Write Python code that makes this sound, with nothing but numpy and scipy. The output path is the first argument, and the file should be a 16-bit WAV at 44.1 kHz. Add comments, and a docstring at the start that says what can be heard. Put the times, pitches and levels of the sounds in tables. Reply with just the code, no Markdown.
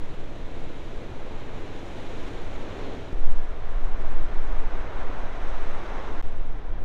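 """A windy beach, heard in three stretches butted together; each join drops out briefly and ticks.
In the two long stretches a wave builds: breakers boom and roar far out, and white water washes and
fizzes up the sand, countless bursting bubbles blurred into six bands of noise. Gusts buffet the bare
microphone deep in the bass, and the second stretch opens mid-gust with a thud. A faint hiss lies below."""
import sys
import numpy as np
from scipy import signal
from scipy.fft import rfft, irfft
from scipy.io import wavfile
from scipy.ndimage import uniform_filter1d

SR = 44100
rng = np.random.default_rng(int(sys.argv[2]) if len(sys.argv) > 2 else 0)


def master_out(mix):
    """Clip the mix to full scale and print it as 16-bit PCM to the path in sys.argv[1]."""
    frames = np.transpose(np.atleast_2d(mix))
    ceiling = np.clip(frames, -1, 1)
    pcm = np.round(ceiling * 32767).astype(np.int16)
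    wavfile.write(sys.argv[1], SR, pcm)


N = 301644

# Fader rides, one list per stretch
GUSTS = [
    [(0, -24.5), (0.55, -26), (0.92, -26.5), (1.45, -26.5), (1.92, -34.5), (2.23, -25.5), (2.9, -29.5),
     (3.129, -40)],
    [(3.13, -18.5), (3.29, -9), (3.57, -24), (3.78, -13.5), (4.25, -14.5), (4.68, -14), (4.85, -22),
     (5.1, -17), (5.3, -24), (5.48, -13), (5.85, -22.5), (6.215, -20.5)],
    [(6.226, -17.5), (6.84, -22.5)],
]  # slow wind buffeting: t/s, level/dB
FLUTTER_RIDE = [
    [(0, -44), (3.129, -37.5)],
    [(3.13, -32), (6.215, -34.5)],
    [(6.226, -35.5), (6.84, -27.5)],
]  # wind flutter before the gusts swing it: t/s, level/dB
WAVE_RISE = [
    [(0, 0, 0, 0), (0.4, 1.5, 0.5, -0.5), (0.65, 2, .5, 0), (0.94, 2.5, 1.5, 1.5), (1.25, 2, 2.5, 0.5),
     (1.5, 3.5, 3.5, 1), (1.85, 2.5, 2.5, 2.5), (2.19, 4.5, 3.5, 5), (2.5, 3.5, 5, 3.5), (2.85, 7, 6, 4.5),
     (3.129, 2.5, 1.5, 0.5)],
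    [(3.13, 0, 0, 1), (3.5, -1.5, 1.3, 0), (4.2, 0, 4, 1), (4.68, .5, 5, 2.5), (4.98, 2, 7.5, 3),
     (5.29, 1, 6, 3.5), (5.7, 1, 7.5, 5.5), (6.05, 4, 7.5, 5), (6.215, 2, 6, 4)],
    [(6.226, -0.5, 1, 1), (6.84, 0, 0, -6)],
]  # the wave builds: t/s, roar rise/dB, white water rise/dB, treble rise/dB

# Tone curves: f/Hz, relative level/dB
HISS, HISS_DB = [(5000, -12), (9000, 2.5), (13000, -2), (16500, -2)], -85  # electronics, with rms level
BUFFET = [(1.5, -8.5), (3.5, -9), (8, 6.5), (14, -10.5), (22, -19), (30, -24.5), (45, -40)]  # subsonic shoves of air
FLUTTER = [(12, -30), (22, 4.5), (35, -2), (60, -12.5), (120, -35.5)]  # faster wind rumble
BOOM = [(30, -38), (65, -2.5), (110, -3.5), (170, -9.5), (260, -18.5)]  # weight of the breakers
ROAR = [(120, -36), (200, -4), (280, -0.5), (450, -1.5), (650, -7), (1100, -22)]  # body of the breakers
WASH = [(350, -13), (650, -4), (1000, -5.5), (1600, -10.5), (2200, -17), (3400, -35)]  # white water
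FIZZ = [(1300, -9), (2200, -3.5), (3000, -6.5), (3900, -8), (4300, -12), (4700, -20.5), (6000, -51.5)]  # foam on the sand
SPRAY = [(3600, -38), (4700, -3.5), (6200, -2.5), (6800, -5), (8000, -22), (10000, -35)]  # bright top of the surf
MIST = [(5500, -24), (7500, -2.5), (8500, -6), (10000, -10), (12500, -17), (16500, -21.5)]  # airy top of the surf

# Surf mix, boom to mist: (base level/dB per stretch), (shares of the roar, white water and treble rise)
SURF_MIX = {"boom": ((-44.5, -46.5, -47), (0.12, 0, 0)), "roar": ((-45, -45, -46.5), (1, 0, 0)),
            "wash": ((-51, -47.5, -49.5), (0, 1, 0)), "fizz": ((-54.5, -56.5, -57), (0.2451, 0.0939, 0.62)),
            "spray": ((-67.7, -69.5, -69.5), (0, 0, 1)), "mist": ((-73.5, -77.5, -79.5),
            (-0.44, -0.14, 1.24))}
# Fizz and spray sit lower each time: frequency factor per stretch
TREBLE_SHIFT = 0.99, .97, 0.95
# Narrow microphone resonance: f/Hz, width/Hz, (lift/dB per stretch)
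MIC_RING = 7020, 65, (8.7, 3.5, .6)
# Joins: end t/s, surf fade/s, wind fade/s, restart t/s, surf fade/s, wind fade/s, tick level/dB, tick t/s
JOINS = [(3.12907, .0001, .01, 3.1295, .0013, .02, -36, 3.12907),
         (6.2153, .002, .015, 6.2256, .0001, .02, -38, 6.2256)]


def from_db(db):
    """Decibels to gain."""
    return 10 ** (np.asarray(db) / 20)


def unit_rms(x):
    """Scale to rms 1."""
    return x / np.sqrt(np.mean(x ** 2) + 1e-20)


def stretch_index():
    """Which stretch plays at each sample."""
    starts = [rows[0][0] for rows in WAVE_RISE[1:]]
    return np.searchsorted(starts, np.arange(N) / SR)


def ride(table):
    """One fader curve per level column, running through all stretches."""
    times, *columns = np.transpose(np.concatenate(table))
    return [np.interp(np.arange(N) / SR, times, column) for column in columns]


def coloured(x, tone):
    """Equalise x with a tone curve; rms 1."""
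    hz, level_db = np.transpose(tone)
    log_hz = np.log(np.arange(N // 2 + 1) * SR / N + 1e-3)
    shape_db = np.interp(log_hz, np.log(hz), level_db, left=-120, right=-120)
    return unit_rms(irfft(rfft(x) * from_db(shape_db), N))


def shifted(x, tone):
    """Equalise x with a tone curve that steps down from stretch to stretch."""
    versions = [coloured(x, np.multiply(tone, [factor, 1])) for factor in TREBLE_SHIFT]
    return np.choose(stretch_index(), versions)


def drift(rate_hz):
    """Smooth random wander of rms 1: low-passed noise at a coarse control rate."""
    hop, settle = 40, 2000
    pole = np.exp(-2 * np.pi * hop * rate_hz / SR)
    noise = rng.standard_normal(N // hop + settle + 2)
    slow = signal.lfilter([1], [1, -2 * pole, pole * pole], noise)[settle:]
    return np.interp(np.arange(N) / hop, np.arange(len(slow)), unit_rms(slow))


def evened(x, window_s, share):
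    """Compress away a share of the noise's own swells, so the fader sets the level."""
    power = uniform_filter1d(x ** 2, int(window_s * SR)) + .02
    return unit_rms(x / power ** (share / 2))


def hiss():
    """Faint, steady noise floor of the electronics."""
    return from_db(HISS_DB) * coloured(rng.standard_normal(N), HISS)


def mic_ring(x):
    """A resonance lifts one narrow treble band, most in the first stretch."""
    hz, width_hz, lift_db = MIC_RING
    b, a = signal.iirpeak(hz, hz / width_hz, SR)
    return x + (from_db(lift_db)[stretch_index()] - 1) * signal.lfilter(b, a, x)


def joined(water, rumble):
    """Mix surf and wind; at each join both drop out for an instant and a small step ticks."""
    t, ticks = np.arange(N) / SR, 0
    tick_decay_s = .0018
    for end, water_out, rumble_out, start, water_in, rumble_in, tick_db, tick_at in JOINS:
        water = water * np.clip(np.maximum((end - t) / water_out, (t - start) / water_in), 0, 1)
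        rumble = rumble * np.clip(np.maximum((end - t) / rumble_out, (t - start) / rumble_in), 0, 1)
        since = (t - tick_at) * (-1 if tick_at < start else 1)  # a closing tick plays in reverse
        ticks = ticks - from_db(tick_db) * (since >= 0) * np.exp(-np.abs(since) / tick_decay_s)
    return water + rumble + ticks


def gust_thud(at_s, rise_s, decay_s, level_db):
    """A quick push of air on the diaphragm, which relaxes more slowly."""
    since = np.maximum(np.arange(N) / SR - at_s, 0)
    push = np.sin(np.pi / 2 * np.minimum(since / rise_s, 1)) ** 2
    return -from_db(level_db) * push * np.exp(-since / decay_s)


def wind():
    """Eddies shove the diaphragm in slow lumps; a faster flutter on top partly follows the gusts."""
    buffet = evened(coloured(rng.standard_normal(N), BUFFET), window_s=.2, share=.6)
    flutter = evened(coloured(rng.standard_normal(N), FLUTTER), window_s=.12, share=.3)
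    gust_db, stretch = ride(GUSTS)[0], stretch_index()
    mean_db = np.bincount(stretch, gust_db) / np.bincount(stretch)
    flutter_db = ride(FLUTTER_RIDE)[0] + .37 * (gust_db - mean_db[stretch])
    return from_db(gust_db) * buffet + from_db(flutter_db) * flutter


def bubbles(per_s, spread_db):
    """Bubbles burst at random instants: clicks of uneven size and either polarity."""
    sizes = from_db(spread_db * np.minimum(rng.exponential(1, N), 5))
    polarity = rng.choice([-1, 1], N)
    return sizes * polarity * (rng.random(N) < per_s / SR)


def surf():
    """Bursts blur into bands that ride the wave; splashes swell the upper ones a little, together."""
    splash, churn = drift(rate_hz=4.3), drift(rate_hz=40)
    # tone, bursts per second, splash depth/dB, churn depth/dB, own flicker/dB
    bands = [(BOOM, 3000, .05, .05, .6), (ROAR, 8000, .1, .1, .4), (WASH, 15000, .2, .3, .3),
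             (FIZZ, 25000, .25, .4, .25), (SPRAY, 30000, .3, .55, .25), (MIST, 30000, .35, .7, .25)]
    rises_db = np.array(ride(WAVE_RISE))
    water, stretch = np.zeros(N), stretch_index()
    for (base_db, shares), band in zip(SURF_MIX.values(), bands):
        tone, per_s, splash_db, churn_db, flicker_db = band
        level_db = np.take(base_db, stretch) + np.dot(shares, rises_db)
        swell_db = splash_db * splash + churn_db * churn + flicker_db * drift(rate_hz=4.8)
        equalise = shifted if tone in (FIZZ, SPRAY) else coloured
        water += from_db(level_db + swell_db) * equalise(bubbles(per_s, spread_db=1.5), tone)
    return water


def scene():
    """Surf and wind on one microphone, over the hiss."""
    water = hiss() + mic_ring(surf())
    beach = joined(water, wind())
    thud = gust_thud(at_s=3.1295, rise_s=.0012, decay_s=.008, level_db=-19)
    return (beach + thud)[None]


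def record(dry):
    """A steep high cut at 15.7 kHz."""
    return signal.sosfilt(signal.ellip(12, .2, 80, 15700, fs=SR, output="sos"), dry)


dry = scene()
out = record(dry)
master_out(out)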